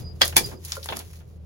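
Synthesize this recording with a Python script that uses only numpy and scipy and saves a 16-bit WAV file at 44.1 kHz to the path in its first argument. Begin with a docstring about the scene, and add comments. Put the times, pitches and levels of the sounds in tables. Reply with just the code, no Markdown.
"""Two quick hammer blows break the top of a concrete-block wall, close by on a building site.
Mortar crunches in noise bursts, block and steel ring in decaying modes, the loosened block thuds.
Grit trickles, chips tick, lumps drop and crumble, a fragment falls into a hollow. Bare walls echo.
Behind it a far engine drones over a rumble and a thin whistle, perhaps an insect, swells twice."""
import sys
import numpy as np
from scipy import signal
from scipy.fft import rfft, irfft
from scipy.io import wavfile

SR = 44100
rng = np.random.default_rng(int(sys.argv[2]) if len(sys.argv) > 2 else 0)


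def to_wav(sig):
    """Store sig (one row per channel, or 1-D mono) as 16-bit WAV at the path in sys.argv[1].

    Samples outside -1..1 are clipped; the rate is SR.
    """
    pcm = np.clip(np.atleast_2d(sig), -1, 1) * 32767
    pcm = np.round(pcm).astype(np.int16)
    wavfile.write(sys.argv[1], SR, pcm.T)  # frames by channels


N = 63945
TIME_S = np.arange(N) / SR
PORT_LAG_S, PORT_OWN_SHARE = 0.00017, 0.66  # left microphone port lags; uncorrelated share of power

# engine firing tone (time [s], frequency [Hz], level [dB])
ENGINE_TRACK = [(0, 90.4, -47), (.06, 85.7, -33.5), (.2, 79.5, -35), (.334, 80.6, -26.5),
                (.428, 81.5, -47.5), (.58, 83.16, -37), (.8, 79, -36), (1.1, 82.05, -37.5),
                (1.276, 79.4, -37), (1.45, 76.3, -33.5)]
# level curves (time [s], level [dB])
RUMBLE_LEVEL = [(0, -29), (.08, -33.5), (.2, -37), (.45, -32), (.62, -42.5), (1.1, -41.5), (1.45, -41)]
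GRIT_LEVEL = [(0, -40.5), (.06, -58.5), (.12, -59.5), (.18, -57.5), (.26, -21), (.33, -45), (.42, -30.5),
              (.53, -44), (.57, -57.5), (.625, -45.5), (.652, -32.5), (.675, -38.5), (.71, -32), (.77, -42),
              (.815, -47), (.84, -32.5), (.99, -40), (1.06, -47.5), (1.17, -47.5), (1.25, -65.5),
              (1.32, -59), (1.38, -69), (1.45, -66.5)]
WHISTLE_LEVEL = [(0, -66), (.04, -50), (.075, -44.5), (.1, -52.5), (.125, -53), (.18, -84), (.39, -72),
                 (.44, -40.5), (.488, -41), (.525, -60), (.595, -58), (.64, -91)]
# blows (time [s], dull fracture [dB], bright crack [dB], block ring [dB], steel ring [dB], burst t60 [s])
HAMMER_BLOWS = [(0.2165, -3, -14, -2, -29, 0.039), (0.3663, -13, 0, -26, 1, 0.039)]
# shifts of the loosened block (time [s], level [dB], t60 [s])
BLOCK_SHIFTS = [(0.225, -25, 0.075), (0.369, -18, 0.24), (0.408, -21.5, 0.15), (0.488, -30, .15),
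                (0.522, -28, 0.22)]
# chips snapping off, mortar lumps landing (time [s], level [dB], low-pass [Hz], t60 [s])
CHIP_HITS = [(0.249, -19, 12000, 0.014), (0.2563, -20, 12500, 0.0034), (0.2788, -18, 15000, 0.014),
             (0.459, -27.5, 11100, 0.058), (0.649, -24.5, 13800, 0.057), (0.7205, -16.5, 5960, 0.018),
             (0.768, -31.5, 15500, 0.013), (0.829, -28.5, 4650, 0.078), (0.842, -28.5, 11900, 0.043),
             (0.8585, -27.5, 13800, 0.013), (0.9684, -21, 14070, 0.022), (0.9905, -24, 15600, 0.038),
             (1.277, -56, 14920, 0.021)]
LUMP_HITS = [(0.325, -29, 2570, 0.059), (0.515, -31.5, 1860, 0.13), (0.721, -28.5, 6040, 0.033),
             (0.858, -30.5, 2114, 0.023), (0.8875, -19.5, 5950, 0.039), (0.8985, -28, 3964, 0.078),
             (0.9235, -19.5, 2890, 0.035), (0.929, -23.5, 2570, 0.016), (0.9345, -30, 2360, 0.027),
             (0.969, -30, 2000, 0.047), (0.999, -31, 2990, 0.088), (1.135, -46, 2550, 0.029),
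             (1.205, -45.5, 2394, 0.1)]
# lumps breaking up (time [s], length [s], level [dB], first pitch [Hz], last pitch [Hz])
LUMP_BREAKUPS = [(0.888, .035, -21.5, 1130, 267), (0.922, .04, -26.5, 457, 268)]
# noise spectra (frequency [Hz], gain [dB])
RUMBLE_SPECTRUM = [(20, -10.5), (45, 1.5), (65, 0), (120, 4), (170, -0.5), (250, -16), (420, -12),
                   (700, -22.5), (1500, -37), (4000, -41.5), (16000, -63)]
GRIT_SPECTRUM = [(200, -12.5), (900, -3.5), (1700, -1.5), (4000, 0), (7000, 1), (8400, -14), (10000, 4),
                 (12000, -1), (13500, -6.5), (15500, 0)]
FRACTURE_SPECTRUM = [(100, -27), (300, -15), (550, 2.5), (900, 0.5), (1200, 2), (1800, 7), (2600, -1.5),
                     (3300, 4), (5100, -4), (5900, -9.5), (7700, -11.5), (11000, -12.5), (16000, -22.5)]
CRACK_SPECTRUM = [(80, -4), (250, -2), (620, -5), (900, 6), (1200, -6.5), (2200, 2.5), (2900, -2),
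                  (4500, 4), (7500, -3), (10500, -5.5), (12200, -5), (16000, -2)]
THUD_SPECTRUM = [(70, -24.5), (150, -6.5), (260, -6), (335, 1), (430, -2), (800, -16.5), (2000, -39)]
CHIP_SPECTRUM = [(200, -36), (1200, -25.5), (3000, -9), (4000, 1), (6500, -0.5), (8400, -3), (11000, 7.5),
                 (13500, -4.5), (16000, 6.5)]
LUMP_SPECTRUM = [(100, -12.5), (280, -9.5), (900, 3.5), (1500, -1.5), (1900, -3.5), (3400, 2), (5000, -6.5),
                 (8000, -34), (16000, -34)]
# resonant modes (frequency [Hz], relative level [dB], t60 [s])
BLOCK_MODES = [(623, -13.5, 0.064), (1162, -12, 0.05), (1824, -13, 0.038), (3430, -2.5, .028),
               (3275, 2.5, 0.028), (3607, -10.5, 0.074), (4475, -5.5, 0.045), (4934, 1.5, .022),
               (5120, -5.5, .033), (6450, -7, .04)]
STEEL_MODES = [(887.6, -9, 0.065), (1785, -11, 0.03), (2360, -4, 0.044), (3461, -2.5, 0.038),
               (5020, -12.5, 0.044), (6148, -22, .08), (9510, -4.5, 0.034), (9700, -7.5, .035),
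               (10360, -3, 0.064), (10990, 4, 0.023), (12840, -3.5, .022), (14800, -7.5, 0.017)]
FRAGMENT_MODES = [(1040, -3.5, 0.021), (1390, -0.5, .032)]
HOLLOW_MODES = [(444, 0, 0.066), (551, 7, 0.052), (613, 1, .055)]
# reflections off the near wall and beam (delay [s], gain [dB])
NEAR_REFLECTIONS = [(.0057, -19.5), (.0083, -18.5), (0.0134, -16.5)]
# diffuse wall echo (band centre [Hz], gain [dB], t60 [s])
WALL_BANDS = [(99.1, -10.5, 0.22), (350, -2.5, 0.45), (760, -8.5, 0.14), (1920, -6.5, 0.085),
              (5000, -7.5, 0.14), (9930, -9.5, 0.12), (16000, -13.5, 0.12)]


def undb(db):
    return 10 ** (np.asarray(db) / 20)


def unit_rms(x):
    return x / np.sqrt(np.mean(x ** 2) + 1e-20)


def unit_hit(x):
    """Scale to the energy of 4 ms at rms 1."""
    return x * np.sqrt(0.004 * SR / (np.mean(np.sum(x ** 2, axis=-1)) + 1e-20))


def curve(rows, column=1):
    """Table column, interpolated over time."""
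    rows = np.array(rows, float)
    return np.interp(TIME_S, rows[:, 0], rows[:, column])


def wander(rate_hz):
    """Random drift, spread near 1."""
    points = rng.standard_normal(4000)
    return np.interp(TIME_S * rate_hz, np.arange(len(points)), points)


def decay(start_s, t60_s):
    """10-sample onset, exponential fall."""
    age_s = np.maximum(TIME_S - start_s, 0)
    return np.clip(age_s * SR / 10, 0, 1) * np.exp(-np.log(1000) * age_s / t60_s)


def colour(x, spectrum, lowpass_hz=None):
    """Minimum-phase filter, optional treble roll-off."""
    taps = 4096
    bins_hz = np.maximum(np.fft.rfftfreq(taps, 1 / SR), 1)
    hz, db = np.array(spectrum, float).T
    gain = undb(np.interp(np.log(bins_hz), np.log(hz), db))
    if lowpass_hz:
        gain = gain / np.sqrt(1 + (bins_hz / lowpass_hz) ** 6)
    cepstrum = irfft(np.log(gain))
    cepstrum[1:taps // 2] *= 2
    cepstrum[taps // 2 + 1:] = 0
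    impulse = irfft(np.exp(rfft(cepstrum)))
    return signal.fftconvolve(x, impulse[None], axes=1)[:, :N]


def delay(x, delay_s):
    return np.pad(x, (round(delay_s * SR), 0))[:N]


def ports(noises):
    """Rows (common, left, right) to stereo; the common row lags on the left."""
    common = np.array([delay(noises[0], PORT_LAG_S), noises[0]])
    return np.sqrt(1 - PORT_OWN_SHARE) * common + np.sqrt(PORT_OWN_SHARE) * noises[1:]


def burst(envelope, spectrum, lowpass_hz=None, crunch_db=0.5):
    """Cluster of tiny fractures: uneven noise under one envelope."""
    crunch = undb(crunch_db * wander(1100))
    noise = ports(rng.standard_normal((3, N)))
    return unit_hit(colour(noise * envelope * crunch, spectrum, lowpass_hz))


def ring(start_s, modes, build_cycles=0):
    """Modes struck together, at once or swelling over build_cycles."""
    age_s = TIME_S - start_s - np.array([[PORT_LAG_S], [0]])
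    phases_turns = 0.38 * rng.uniform(-1, 1, (len(modes), 2, 1))
    out = 0
    for (hz, db, t60_s), turns in zip(modes, phases_turns):
        swell = np.clip(hz * age_s / build_cycles, 0, 1) if build_cycles else 1
        out += undb(db) * swell * decay(start_s, t60_s) * np.sin(2 * np.pi * (hz * age_s + turns))
    return unit_hit(out)


def engine(jitter=0.022, octave_db=-21, waver_db=1.5):
    """Far engine: unsteady firing tone plus its octave."""
    firing_hz = curve(ENGINE_TRACK) * (1 + jitter * wander(23))
    phase = 2 * np.pi * np.cumsum(firing_hz) / SR
    tone = unit_rms(np.sin(phase) + undb(octave_db) * np.sin(2 * phase))
    return tone * undb(curve(ENGINE_TRACK, column=2) + waver_db * wander(18))


def rumble():
    """Distant low noise, most alike between ports in the bass."""
    mid, side = colour(rng.standard_normal((2, N)), RUMBLE_SPECTRUM)
    side = colour(side[None], [(60, -14.5), (150, -4.5), (300, -2)]) * np.array([[1], [-1]])
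    return unit_rms(mid + side) * undb(curve(RUMBLE_LEVEL))


def grit(grains_per_s=3300, spread_db=2.5, waver_db=3):
    """Sand grains of uneven size slide down the block face."""
    hits = rng.random((3, N)) < grains_per_s / SR
    size_db = spread_db * np.minimum(rng.exponential(size=(3, N)), 5)
    grains = hits * undb(size_db) * rng.standard_normal((3, N))
    flow = undb(curve(GRIT_LEVEL) + waver_db * wander(82))
    return unit_rms(colour(ports(grains), GRIT_SPECTRUM)) * flow


def whistle(pitch_hz=4890, jitter=0.004, waver_db=8.5):
    """Thin tone, two swells; the level wavers separately in each port."""
    phase = 2 * np.pi * np.cumsum(pitch_hz * (1 + jitter * wander(140))) / SR
    level_db = curve(WHISTLE_LEVEL) + waver_db * np.array([wander(60), wander(78)])
    return np.sqrt(2) * np.sin(phase) * undb(level_db)


def hammer(crush_s=0.0065, crush_db=-13, recoil_s=0.013, recoil_db=-5):
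    """Each blow crushes the surface, cracks the block, chatters once, rings block and steel."""
    out = 0
    for start_s, dull_db, bright_db, block_db, steel_db, t60_s in HAMMER_BLOWS:
        crush = np.sqrt(np.clip(1 + (TIME_S - start_s) / crush_s, 0, 1)) * (TIME_S < start_s)
        strike = undb(crush_db) * crush + decay(start_s, t60_s)
        chatter = undb(recoil_db) * decay(start_s + recoil_s, t60_s / 2)
        out += undb(dull_db) * burst(strike, FRACTURE_SPECTRUM)
        out += undb(bright_db) * burst(strike + chatter, CRACK_SPECTRUM)
        out += undb(block_db) * ring(start_s, BLOCK_MODES)
        out += undb(steel_db) * ring(start_s, STEEL_MODES)
    return out


def thuds():
    """The loosened block shifts and booms through the wall."""
    return sum(undb(db) * burst(decay(start_s, t60_s), THUD_SPECTRUM)
               for start_s, db, t60_s in BLOCK_SHIFTS)


def debris(hits, spectrum):
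    """Short dead knocks of broken pieces."""
    return sum(undb(db) * burst(decay(start_s, t60_s), spectrum, lowpass_hz)
               for start_s, db, lowpass_hz, t60_s in hits)


def fragment():
    """A fragment clacks on a block's rim, then drops into its hollow."""
    clack = undb(-28) * ring(start_s=0.768, modes=FRAGMENT_MODES)
    hollow = undb(-25) * ring(start_s=0.771, modes=HOLLOW_MODES, build_cycles=5)
    return clack + hollow


def crumble(start_s, length_s, first_hz, last_hz, pieces=40, t60_cycles=12, scatter_oct=0.45):
    """A lump falls apart: dense knocks, falling in pitch from small pieces to big."""
    out = 0
    for k, (offset, detune, left, right) in enumerate(rng.random((pieces, 4))):
        progress = (k + offset) / pieces
        hit_s = start_s + progress * length_s
        hz = first_hz * (last_hz / first_hz) ** progress * 2 ** (scatter_oct * (2 * detune - 1))
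        knock = np.sqrt(hz) * decay(hit_s, t60_cycles / hz) * np.sin(2 * np.pi * hz * (TIME_S - hit_s))
        port_gains = 2 * np.array([[left], [right]]) - 1
        out += knock * port_gains
    return unit_hit(out)


def reflections(x):
    """Near surfaces answer within milliseconds, left and right swapped."""
    return sum(undb(db) * np.array([delay(port, delay_s) for port in x[::-1]])
               for delay_s, db in NEAR_REFLECTIONS)


def wall_echo(x, predelay_s=0.003, build_s=0.0018, build_cycles=2.1):
    """Diffuse echo off bare masonry; lows gather later and last longest."""
    log_hz = np.log(np.maximum(np.fft.rfftfreq(N, 1 / SR), 1))
    log_centres = np.log([row[0] for row in WALL_BANDS])
    noise_bins = rfft(rng.standard_normal((2, N)))
    age_s = np.maximum(TIME_S - predelay_s, 0)
    impulse = 0
    for selector, (hz, db, t60_s) in zip(np.eye(len(WALL_BANDS)), WALL_BANDS):
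        band = irfft(noise_bins * np.interp(log_hz, log_centres, selector), N)
        build = 1 - np.exp(-age_s / (build_s + build_cycles / hz))
        tail = build * decay(0, t60_s)
        impulse += undb(db) * band * tail / np.sqrt(np.sum(tail ** 2))
    return signal.fftconvolve(x, impulse, axes=1)[:, :N]


def scene():
    """Blows and debris among bare walls, over the distant drone."""
    knocks = fragment() + thuds()
    crumbs = sum(undb(db) * crumble(start_s, length_s, first_hz, last_hz)
                 for start_s, length_s, db, first_hz, last_hz in LUMP_BREAKUPS)
    heavy = hammer() + knocks + crumbs + debris(LUMP_HITS, LUMP_SPECTRUM)
    work = heavy + reflections(heavy) + debris(CHIP_HITS, CHIP_SPECTRUM) + grit()
    tone = whistle()
    echo = wall_echo(work + undb(-7.5) * tone)
    return work + tone + echo + engine() + rumble()


def record(dry):
    """Gain, hard clip, steep low-pass."""
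    gain_db, cutoff_hz = -6, 15900
    lowpass = signal.ellip(10, 0.2, 70, cutoff_hz, fs=SR, output="sos")
    return signal.sosfilt(lowpass, np.clip(dry * undb(gain_db), -1, 1))


dry = scene()
out = record(dry)
to_wav(out)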